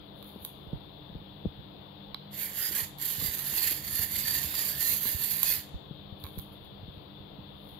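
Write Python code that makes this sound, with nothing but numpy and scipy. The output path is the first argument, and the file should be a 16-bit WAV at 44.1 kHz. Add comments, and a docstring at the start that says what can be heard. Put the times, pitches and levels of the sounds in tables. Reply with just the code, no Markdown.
"""A walking toy on a hard floor

A small geared motor walks a plastic toy along, close to a hand-held camera in a quiet room.
The motor speeds up and coasts down in turns; each gear tooth knocks a puff of noise into the housing.
Plastic parts click, skin rustles on plastic and fingers bump the camera.
A faint hum, a rumble from the grip and microphone hiss lie under it all."""
import sys
import numpy as np
from scipy import signal
from scipy.fft import rfft, irfft, next_fast_len
from scipy.io import wavfile
from scipy.ndimage import uniform_filter1d

SR = 44100
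rng = np.random.default_rng(int(sys.argv[2]) if len(sys.argv) > 2 else 0)


def unload_audio(sound):
    """Save the sound as a 16-bit wav file, at the path given as the first command line argument."""
    columns = np.transpose(np.atleast_2d(sound))
    # keep every value between -1 and 1, then stretch to whole-number steps
    steps = np.round(np.clip(columns, -1, 1) * 32767)
    wavfile.write(sys.argv[1], SR, steps.astype(np.int16))


N = 343803

# Bursts of power. Each row: on and off in seconds, speed the motor heads for in teeth per second.
POWER_BURSTS = [(2.29, 2.42, 1210), (2.53, 2.74, 1250), (2.965, 3.27, 1220), (3.43, 3.55, 1250),
                (3.58, 3.745, 1070), (3.89, 4.02, 1075), (4.08, 4.385, 1000), (4.47, 4.7, 1150),
                (4.75, 4.85, 1110), (4.9, 5.03, 1200), (5.18, 5.3, 1190), (5.37, 5.49, 1210)]
# When the gears are heard. Each row: start and stop in seconds.
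WALK_TIMES = [(2.335, 2.85), (3.0, 5.6)]
# A leg takes the load and the gears surge.
# Each row: start and hold in seconds, then the levels of whir, rattle and ring in dB.
STRIDE_SURGES = [(2.401, 0.065, -42, -52, -53), (2.578, 0.093, -38, -51.5, -48),
                 (2.763, 0.042, -36.5, -49, -45.5), (3.024, 0.1, -39.5, -55, -49.5),
                 (3.223, 0.044, -40.5, -64.5, -47.5), (3.344, 0.068, -42.5, -58.5, -50.5),
                 (3.46, 0.072, -40, -55.5, -48.5), (3.582, 0.13, -34.5, -49, -43.5),
                 (3.874, 0.016, -39, -50.5, -47.5), (3.944, 0.094, -36, -51.5, -45.5),
                 (4.145, 0.044, -36.5, -51.5, -44.5), (4.283, 0.097, -37.5, -54, -44),
                 (4.437, .04, -40.5, -77, -48.5), (4.561, 0.069, -38.5, -58.5, -44),
                 (4.667, 0.02, -37.5, -59, -44.5), (4.808, 0.048, -36, -55, -45),
                 (4.899, 0.036, -31.5, -52, -43), (5.067, 0.06, -35.5, -54.5, -47.5),
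                 (5.2, 0.13, -36.5, -54.5, -47.5), (5.354, 0.037, -39.5, -61.5, -51),
                 (5.459, 0.081, -33.5, -51, -42.5)]
# The levels between strides: whir, rattle and ring in dB.
BETWEEN_STRIDES_DB = [-48., -56.5, -54.5]
# The tone of gear whir, housing rattle and frame ring. Each row: frequency in Hz, relative level in dB.
WHIR_TONE = [(5060, -50), (8600, -59.5), (9180, -20), (10100, -9), (11100, -7), (12000, -8), (12900, -10.5),
             (13600, -7), (14300, -15), (15000, -16), (15700, -16.5)]
RATTLE_TONE = [(710, -18), (1200, -18.5), (1430, -6.5), (1800, 6.5), (1990, 3.5), (2140, 3), (2450, -5),
               (3200, 3.5), (4160, -29.5), (7040, -120)]
RING_TONE = [(1650, -13.5), (2800, -7), (3350, -8.5), (3630, -3), (3900, -6), (4610, -1), (5440, -14.5),
             (5970, -14.5), (6650, -8.5), (7370, -5), (8320, -12.5), (9000, -13.5), (11700, -29),
             (19800, -120)]
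# A peak in the whir slides as the toy turns. Each row: time in seconds, frequency in Hz.
WHIR_PEAK = [(2.3, 12500), (3.05, 12800), (3.6, 12800), (4.1, 12100), (4.55, 13000), (5.3, 12850),
             (5.5, 13300)]
# The toy walks on the right. Each row: time in seconds, pan in dB (pan is left level minus right).
TOY_PAN = [(2.3, -9.5), (3.2, -10.5), (4.2, -9.5), (5.2, -11), (5.7, -8.5)]
# Parts of the motor's tone lean to one side. Each row: frequency in Hz, extra pan in dB.
MOTOR_TONE_PAN = [(1200, 13), (1800, 1), (2740, 11.5), (4200, 2), (5500, -2.5), (6400, -7), (8500, 3.5),
                  (9800, 12.5), (13000, 0.5), (15500, 9)]
# Squeals of the housing. Each row: start and length in seconds, pitch in Hz, level in dB.
PANEL_SQUEALS = [(2.61, 0.092, 4740, -40.5), (2.74, 0.043, 1695, -47.5), (3.2, 0.13, 2050, -52),
                 (3.56, 0.096, 4170, -43), (3.95, 0.093, 4300, -49), (4.19, 0.19, 4460, -45),
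                 (4.24, 0.18, 1804, -47.5), (4.54, 0.075, 4500, -47.5), (4.55, 0.076, 1890, -49.5),
                 (4.77, 0.11, 1829, -48), (4.81, 0.15, 4020, -47), (4.89, 0.057, 2140, -50),
                 (5.04, 0.078, 4120, -51.5), (5.06, 0.12, 1800, -58), (5.24, 0.14, 4350, -52),
                 (5.45, 0.11, 2525, -46.5), (5.46, 0.081, 4300, -41.5), (5.46, 0.069, 3420, -47.5),
                 (5.5, 0.035, 2090, -47.5)]
# Plastic clicks, and at 2.985 s a sharp knock of the gear teeth that rings the same notes. Each row: start in
# seconds, peak of the high notes in dB, how far the middle and the low notes lie above that in dB, pan in dB.
PLASTIC_CLICKS = [(0.2267, -41, -0.5, -5, -13), (0.244, -44, -7, -12, -9), (0.2905, -47, -4, -14, -10),
                  (0.4492, -20.5, -9, -20.5, -3.5), (0.4613, -35, -10, -23, -8),
                  (2.1447, -39.5, 15, 7.5, -8), (2.7623, -25, -18, -25, 6), (2.985, -32, -10, -17, -9),
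                  (3.213, -35, -8, -1, -8), (3.5375, -25, -15, -17, -8), (4.54, -31, -7.5, -6, -7),
                  (4.6645, -23, -10, -28, -7.5), (5.053, -31.5, -9.5, -3.5, -6.5),
                  (5.431, -6.5, -20.5, -22, -15), (5.6899, -46, -4, -2, 6), (6.239, -33.5, 1, -13, -23),
                  (6.245, -41, -4.5, 2.5, -6), (6.2522, -44, -3, 3, 1), (6.2582, -51, -3, -4, -5),
                  (6.2653, -37.5, -1.5, -2.5, -14), (6.272, -47, -3, -3.5, -9), (6.278, -47, -3, -1, -6),
                  (6.287, -45, -1, -3, -6), (6.3822, -36, -4, -19, -3), (6.3873, -27.5, -17, -18, -13),
                  (6.3957, -33, -7, -14, 0), (6.649, -49, -4, -12, 0), (7.6903, -49, -1, -10, -7)]
# The notes the plastic rings at, in a low, a middle and a high group.
# Each row: pitch in Hz, relative level in dB, seconds to fade by 60 dB.
PLASTIC_NOTES = [
    [(1100, 0, .016), (1600, -6, .01), (2300, -4, .012)],
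    [(3300, -7, .01), (3900, 0, .012), (4500, -7, .008)],
    [(5800, -17, .005), (6900, -14, .006), (7900, -18, .005), (10400, -7, .007), (11800, 0, .008),
     (12900, -4, .007), (14000, -3, .007), (15300, -6, .006)],
]
# Fingers bump the camera. Each row: start in seconds, level in dB, pitch the knock sags to in Hz,
# pan of the knock in dB, level of the thud compared with the knock in dB.
FINGER_BUMPS = [(0.359, -35.5, 194, 6, -28), (0.667, -39.5, 91.5, -9, -5), (0.73, -25, 148, -4, -5),
                (0.755, -36, 99.6, 1, -8), (1.098, -37.5, 148, 6, -17), (1.152, -32, 156, 8.5, -3),
                (1.216, -41, 150, -5, -19), (1.436, -41, 114, -5, -9), (1.449, -30.5, 190, 0, -20),
                (1.455, -24.5, 198, 14, -14), (1.463, -29, 86, -7, -2), (1.589, -37.5, 91.5, -10, -15),
                (2.71, -38.5, 307, -1, -8), (2.819, -36, 96.9, -3, -3), (3.181, -33.5, 97, -6, -5),
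                (3.222, -32.5, 144, 0, -4), (3.244, -34.5, 140, 4, -3), (3.282, -37, 75.4, -9, -6),
                (3.527, -38, 192, 0, -7), (3.715, -38.5, 245, 9, -13), (3.929, -40.5, 72.7, -5, 3),
                (3.992, -31.5, 84, -8, -17), (4.24, -36.5, 135, -2, -6), (4.442, -34.5, 79.5, -7, -2),
                (5.054, -35, 214, 1, -12), (5.145, -32, 79, -2, -1), (5.742, -32, 86.1, -5, 5),
                (5.909, -33, 146, 9, -18), (6.122, -37.5, 93, 11, -13), (6.239, -33.5, 78.1, 0, -14),
                (6.374, -32.5, 162, 3, 0.5), (6.389, -38, 80.7, -7, -6), (6.829, -36, 86.1, -4, -6),
                (6.879, -37.5, 148, 5, -3), (6.971, -42, 80, 3, -9), (7.2, -41, 89, -6, -12),
                (7.387, -37.5, 132, -6.5, -9)]
# Skin rustles. Each row: time of the peak in seconds, level in dB, rise and fall in dB per second.
SKIN_RUSTLES = [(0.07, -74, 300, 900), (0.19, -65.5, 250, 60), (0.27, -58.5, 300, 90),
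                (0.455, -46, 350, 260), (6.2, -62, 1200, 60), (6.255, -60, 300, 80), (6.4, -51.5, 250, 220),
                (6.527, -62, 1000, 247.5), (6.651, -65, 507, 400), (6.965, -74.5, 152.5, 123),
                (7.7, -63.5, 90, 90)]
# The tone of a rustle. Each row: frequency in Hz, relative level in dB.
RUSTLE_TONE = [(3500, -67), (5200, -30), (6500, -17.5), (8000, -24.5), (9200, -27), (10100, -6),
               (11100, 4.5), (13500, 1), (15700, 0)]
# The tone of the hiss and of its airy treble. Each row: frequency in Hz, relative level in dB.
HISS_TONE = [(12, -43.5), (20, -12.5), (117, -7), (145, 1.5), (171, -7.5), (202, -1), (227, -15),
             (301, -2.5), (323, -9), (933, -14.5), (1360, -23), (2340, -28.5), (3000, -23.5), (3500, -14.5),
             (3900, -22), (4400, -24.5), (5000, -34), (5500, -49), (7000, -78)]
AIR_TONE = [(3180, -41), (5400, -34), (6510, -20.5), (8220, -26), (9910, -18), (13400, -2), (14500, 0),
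            (15700, -1)]
# Which way the hiss leans. Each row: frequency in Hz, pan in dB.
HISS_PAN = [(60, -15.5), (120, 5), (240, -3), (480, 10), (950, 11), (1890, 8), (3770, 20), (7520, -19),
            (15000, 46.5)]
# How alike the two sides hiss. Each row: frequency in Hz, likeness (0 or less is unrelated, 1 the same).
HISS_LIKENESS = [(60, -1), (150, 1), (380, 0.4), (950, -0.1), (2380, -0.2), (5980, 0), (15000, -2.5)]
# The rumble of the grip comes and goes. Each row: time in seconds, level in dB.
RUMBLE_LEVEL = [(0, -59.5), (1.25, -56.5), (1.63, -53), (2.13, -71), (2.6, -62), (3.3, -61), (3.9, -49.5),
                (5.2, -53), (5.85, -58.5), (6.9, -52), (7.15, -61), (7.8, -56)]
# The tone of the rumble. Each row: frequency in Hz, relative level in dB.
RUMBLE_TONE = [(15, -35), (50, -3), (90, 3), (170, -13), (350, -23), (900, -72)]
# How alike the two sides rumble. Each row: frequency in Hz, likeness from 0 to 1.
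RUMBLE_LIKENESS = [(30, .36), (80, .74), (150, .82)]
# The notes of the hum. Each row: pitch in Hz, level in dB.
HUM_NOTES = [(100, -65), (146, -61), (200, -57.5), (300, -65.5)]
# The room's echo. Each row: frequency in Hz, seconds to fade by 60 dB.
ROOM_FADE = [(500, .6), (2000, .5), (6000, .5), (9000, .45), (13000, .24)]

SPIN_UP_S, COAST_TEETH_PER_S2, CREEP_TEETH_PER_S = .15, 5000., 30.
START_DB_PER_S, STOP_DB_PER_S = 898, 255
LOAD_DB_PER_S, UNLOAD_DB_PER_S = 228, 191
CLICK_RISE_S, DETUNE = .0008, .035  # a click may shift each note by up to this share
BUMP_CYCLES, THUD_HZ, THUD_PEAK_S = .95, 60., .009
SHELL_HZ, SHELL_DB, SHELL_FADE_S, SHELL_RISE_S = 432, -10.5, .032, .0028
LINGER_DB, LINGER_DB_PER_S = -23.5, 31  # a faint tail after each rustle
HISS_DB, AIR_DB, ECHO_DB = -51.5, -72, -14.
WAVER_DB, WAVER_HZ = 1.8, 3.  # the hum wavers
TREBLE_LIMIT_HZ = 15700


def motor():
    """Each gear tooth strikes a puff of noise over a steady grind; housing and frame shape its tone."""
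    teeth_passed = np.cumsum(gear_speed() * (1 + .01 * wander(hz=60.))) / SR
    tooth = teeth_passed.astype(int)
    since_tooth_s = (np.arange(N) - np.searchsorted(tooth, tooth)) / SR
    tooth_db = 1.7 * rng.standard_normal(4000)[tooth]  # no two teeth hit equally hard
    puffs = gain_of(tooth_db - 60 * since_tooth_s / .004) * np.minimum(since_tooth_s / .0002, 1)
    wobble = gain_of(1.25 * wander(hz=30.))  # the gears run out of true
    out = np.zeros((2, N))
    layers = [(WHIR_TONE, .16, .45), (RATTLE_TONE, .4, .7), (RING_TONE, .22, .5)]
    for (tone, grind, likeness), gain in zip(layers, leg_load()):
        tooth_noise = stereo_pair(likeness, *rng.standard_normal((2, N))) * (puffs + grind) * wobble
        layer = colour(tooth_noise,
                       lambda hz: at_hz(tone, hz) + np.outer([.5, -.5], at_hz(MOTOR_TONE_PAN, hz)))
        if tone is WHIR_TONE:
            layer += 1.7 * resonate(layer, over_time(WHIR_PEAK), width_hz=1300.) * [[.3], [1]]
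        out += layer / np.std(layer.mean(0)) * gain
    return patchy(out, depth_db=2.5) * sides(over_time(TOY_PAN)) + panel_squeals(tooth_noise[1])


def gear_speed():
    """Teeth per second: power eases the motor up to speed, and friction slows it when the power is off."""
    t = np.arange(N) / SR
    speed = np.full(N, CREEP_TEETH_PER_S)
    for on, off, goal in POWER_BURSTS:
        powered_s = np.clip(t, on, off) - on
        driven = goal - (goal - speed[round(on * SR)]) * np.exp(-powered_s / SPIN_UP_S)
        slowed = driven - COAST_TEETH_PER_S2 * np.maximum(t - off, 0)
        speed = np.where(t >= on, np.maximum(slowed, CREEP_TEETH_PER_S), speed)
    return speed


def leg_load():
    """How loud whir, rattle and ring are while the toy walks: a steady level plus a surge each stride."""
    surges = np.array([gain_of(swell_db(start, start + hold, LOAD_DB_PER_S, UNLOAD_DB_PER_S))
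                       for start, hold, *_ in STRIDE_SURGES])
    surge_gains = gain_of(np.array(STRIDE_SURGES)[:, 2:].T)
    power = gain_of(BETWEEN_STRIDES_DB)[:, None] ** 2 + surge_gains ** 2 @ surges ** 2
    walking = sum(gain_of(swell_db(*walk, START_DB_PER_S, STOP_DB_PER_S)) for walk in WALK_TIMES)
    return np.sqrt(power) * walking


def panel_squeals(tooth_noise):
    """A loaded leg lets one panel of the housing sing for a moment, shaken by the gear teeth."""
    out = np.zeros(N)
    for start, length, hz, db in PANEL_SQUEALS:
        span = slice(round(start * SR), round((start + length) * SR))
        pitch_hz, width_hz = np.full(span.stop - span.start, hz), .07 * hz
        ring = resonate(resonate(tooth_noise[span], pitch_hz, width_hz), pitch_hz, width_hz)
        out[span] += gain_of(db) * evened(ring) * signal.windows.tukey(len(ring), .3)
    return out * [[.7], [1.3]]  # louder on the right


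def plastic_clicks():
    """Each click sets the plastic ringing briefly, at slightly different pitches every time."""
    t, out = np.arange(1500) / SR, np.zeros((2, N + 1500))
    rise = np.minimum(t / CLICK_RISE_S, 1) ** 2
    chances = rng.uniform(-.86, 1, (len(PLASTIC_CLICKS), 3, 8, 3))
    for (start, peak_db, middle_db, low_db, pan_db), chance in zip(PLASTIC_CLICKS, chances):
        at = round(start * SR)
        for notes, group_db, draws in zip(PLASTIC_NOTES, [low_db, middle_db, 0], chance):
            ring = np.zeros((2, len(t)))
            for (hz, db, fade_s), (shift, offset, left_lead) in zip(notes, draws):
                phase = 2 * np.pi * hz * (1 + DETUNE * shift) * t + np.pi * offset
                ring += gain_of(db - 60 * t / fade_s) * np.sin([phase + .71 * left_lead, phase])
            ring *= rise * sides(pan_db)[:, None]
            out[:, at:at + len(t)] += gain_of(peak_db + group_db) * ring / abs(ring.mean(0)).max()
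    return out[:, :N]


def finger_bumps():
    """A knock sags in pitch and rings the camera's shell; a deep thud reaches each side differently."""
    t, out = np.arange(4000) / SR, np.zeros((2, N + 4000))
    shell = gain_of(SHELL_DB - 60 * t / SHELL_FADE_S) * np.sin(2 * np.pi * SHELL_HZ * t)
    shell *= np.minimum(t / SHELL_RISE_S, 1)
    thud_swell = (t / THUD_PEAK_S * np.exp(1 - t / THUD_PEAK_S)) ** 2
    thud_offsets = rng.uniform(0, .7, (len(FINGER_BUMPS), 2, 1))
    for (start, db, hz, pan_db, thud_db), offset in zip(FINGER_BUMPS, thud_offsets):
        cycles = t * hz
        sag = .5 * (1 - np.exp(-cycles / .19))  # an extra half cycle early on makes the pitch start high
        rise = np.sin(np.pi * np.minimum(cycles, .5)) ** 2
        knock = np.sin(2 * np.pi * (cycles + sag)) * np.exp(-cycles / BUMP_CYCLES) * rise
        knock = (knock / abs(knock).max() + shell) * sides(pan_db)[:, None]
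        thud = np.sin(2 * np.pi * (THUD_HZ * t + offset)) * thud_swell * sides(-4.)[:, None]
        at = round(start * SR)
        out[:, at:at + len(t)] += gain_of(db) * (knock + gain_of(thud_db) * thud)
    return out[:, :N]


def skin_rustle():
    """Skin rubs on plastic: swells of grainy, high noise, louder on the right."""
    grains = rng.standard_normal((2, N)) * gain_of(1.6 * wander(hz=80.))
    noise = colour(grains, lambda hz: at_hz(RUSTLE_TONE, hz))
    power = np.zeros(N)
    for peak_s, db, rise, fall in SKIN_RUSTLES:
        power += gain_of(db + swell_db(peak_s, peak_s, rise, fall)) ** 2
        power += gain_of(db + LINGER_DB + swell_db(peak_s, peak_s, rise, LINGER_DB_PER_S)) ** 2
    return noise / np.std(noise.mean(0)) * np.sqrt(power) * sides(-3.5)[:, None]


def room_echo(x):
    """Many small reflections blur into a short echo whose treble dies first."""
    echoes = np.zeros((2, SR))
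    at = np.arange(300, SR - 20, 20) + rng.integers(0, 20, (2, (SR - 301) // 20))
    np.put_along_axis(echoes, at, rng.choice([-1., 1.], at.shape), 1)
    hz, t, bands = signal.stft(echoes, SR, nperseg=256)
    fade = gain_of(-60 * t / at_hz(ROOM_FADE, hz)[:, None])
    tail = signal.istft(bands * fade, SR, nperseg=256)[1]
    return signal.fftconvolve(x, tail / np.linalg.norm(tail[0]), axes=1)[:, :N]


def background():
    """Rumble, hum and hiss; the rumble and the hiss are shaped out of plain noise."""
    size = next_fast_len(N)
    hz = np.fft.rfftfreq(size, 1 / SR)
    spectra = rfft(rng.standard_normal((6, size)))
    return grip_rumble(spectra[2:4], hz, size) + hum() + microphone_hiss(spectra[:2], spectra[4:], hz, size)


def grip_rumble(noise_spectra, hz, size):
    """The hand holding the camera makes a low, lumpy rumble."""
    spectrum = stereo_pair(at_hz(RUMBLE_LIKENESS, hz), *noise_spectra) * gain_of(at_hz(RUMBLE_TONE, hz))
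    lumps = gain_of(2.1 * wander(hz=19.))
    rumble = irfft(spectrum, size)[:, :N] * lumps * sides(-2.5)[:, None]
    return gain_of(over_time(RUMBLE_LEVEL)) * evened(rumble)


def hum():
    """A few faint, low notes waver in level and pitch."""
    t, out = np.arange(N) / SR, np.zeros(N)
    for hz, db in HUM_NOTES:
        level = np.sqrt(2) * gain_of(db + WAVER_DB * wander(WAVER_HZ))
        out += level * np.sin(2 * np.pi * (hz * t + rng.random()) + .51 * wander(hz=6.))
    return out


def microphone_hiss(hiss_spectra, air_spectra, hz, size):
    """The microphones add a soft, dull hiss with a fainter, airy treble on top."""
    spectrum = stereo_pair(at_hz(HISS_LIKENESS, hz), *hiss_spectra) * gain_of(at_hz(HISS_TONE, hz))
    hiss = irfft(spectrum * sides(at_hz(HISS_PAN, hz)), size)[:, :N]
    hiss = patchy(hiss, depth_db=1.) / np.std(hiss.mean(0))
    air = irfft(air_spectra * gain_of(at_hz(AIR_TONE, hz)), size)[:, :N] * sides(3.)[:, None]
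    return gain_of(HISS_DB) * hiss + gain_of(AIR_DB) * air / np.std(air.mean(0))


def gain_of(db):
    """Turns decibels into a number to multiply by."""
    return 10 ** (np.asarray(db) / 20)


def evened(x):
    """Scales a signal to an average (rms) level of one."""
    return x / np.sqrt(np.mean(x ** 2) + 1e-20)


def at_hz(rows, hz):
    """Looks up a table by frequency, with the octaves evenly spaced."""
    row_hz, values = np.transpose(rows)
    return np.interp(np.log(hz + 1), np.log(row_hz + 1), values)


def over_time(rows):
    """Joins points in time with straight lines."""
    return np.interp(np.arange(N) / SR, *np.transpose(rows))


def swell_db(start, stop, rise, fall):
    """Zero dB from start to stop, rising before and falling after at so many dB a second."""
    t = np.arange(N) / SR
    return -rise * np.maximum(start - t, 0) - fall * np.maximum(t - stop, 0)


def wander(hz):
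    """A random drift of average size one, moving up to about hz times a second."""
    return evened(signal.lfilter(*signal.butter(2, hz, fs=SR), rng.standard_normal(N)))


def sides(pan_db):
    """Left and right gains; a pan above zero leans left."""
    return gain_of(np.array([pan_db / 2, -pan_db / 2]))


def stereo_pair(likeness, right, other):
    """Mixes two noises into a left and a right side that are partly alike."""
    likeness = np.clip(likeness, 0, 1)
    return np.array([likeness * right + np.sqrt(1 - likeness ** 2) * other, right])


def colour(x, shape_db):
    """Shapes the tone by shape_db(Hz), with a filter that rings only after a sound arrives."""
    hz = abs(np.fft.fftfreq(4096, 1 / SR))
    log_gain = np.log(np.maximum(gain_of(shape_db(hz)), 1e-5))
    response = np.fft.ifft(np.exp(np.conj(signal.hilbert(log_gain)))).real[..., :2048]
    return signal.oaconvolve(x, np.atleast_2d(response), axes=1)[:, :N]


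def resonate(x, hz, width_hz):
    """Picks out a band that follows the curve hz: shift it down to zero, smooth it, shift it back."""
    shift = np.exp(2j * np.pi * np.cumsum(hz) / SR)
    decay = np.exp(-np.pi * width_hz / SR)
    return 2 * (shift * signal.lfilter([1 - decay], [1, -decay], x / shift)).real


def patchy(x, depth_db):
    """The tone drifts in patches a few hundred hertz wide and about a tenth of a second long."""
    bands = signal.stft(x, nperseg=512)[2]
    patches = uniform_filter1d(rng.standard_normal(bands.shape[1:]), size=3, axis=0)
    for frames in (16, 8):
        patches = uniform_filter1d(patches, size=frames, axis=1)
    return signal.istft(bands * gain_of(depth_db * evened(patches)), nperseg=512)[1][:, :N]


def scene():
    """Motor, clicks and rustles echo in the room; bumps and background are added without echo."""
    near = motor() + plastic_clicks() + skin_rustle()
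    near[1] = np.roll(near[1], 3)  # the right microphone sits a little further back
    return near + gain_of(ECHO_DB) * room_echo(near) + finger_bumps() + background()


def record(dry):
    """The microphones lose the deepest bass, and the highest treble is cut off."""
    thinned = signal.lfilter(*signal.butter(1, 35., "high", fs=SR), dry)
    treble_cut = signal.firwin(511, TREBLE_LIMIT_HZ, window=("kaiser", 9), fs=SR)
    return signal.oaconvolve(thinned, treble_cut[None], "same")


dry = scene()
out = record(dry)
unload_audio(out)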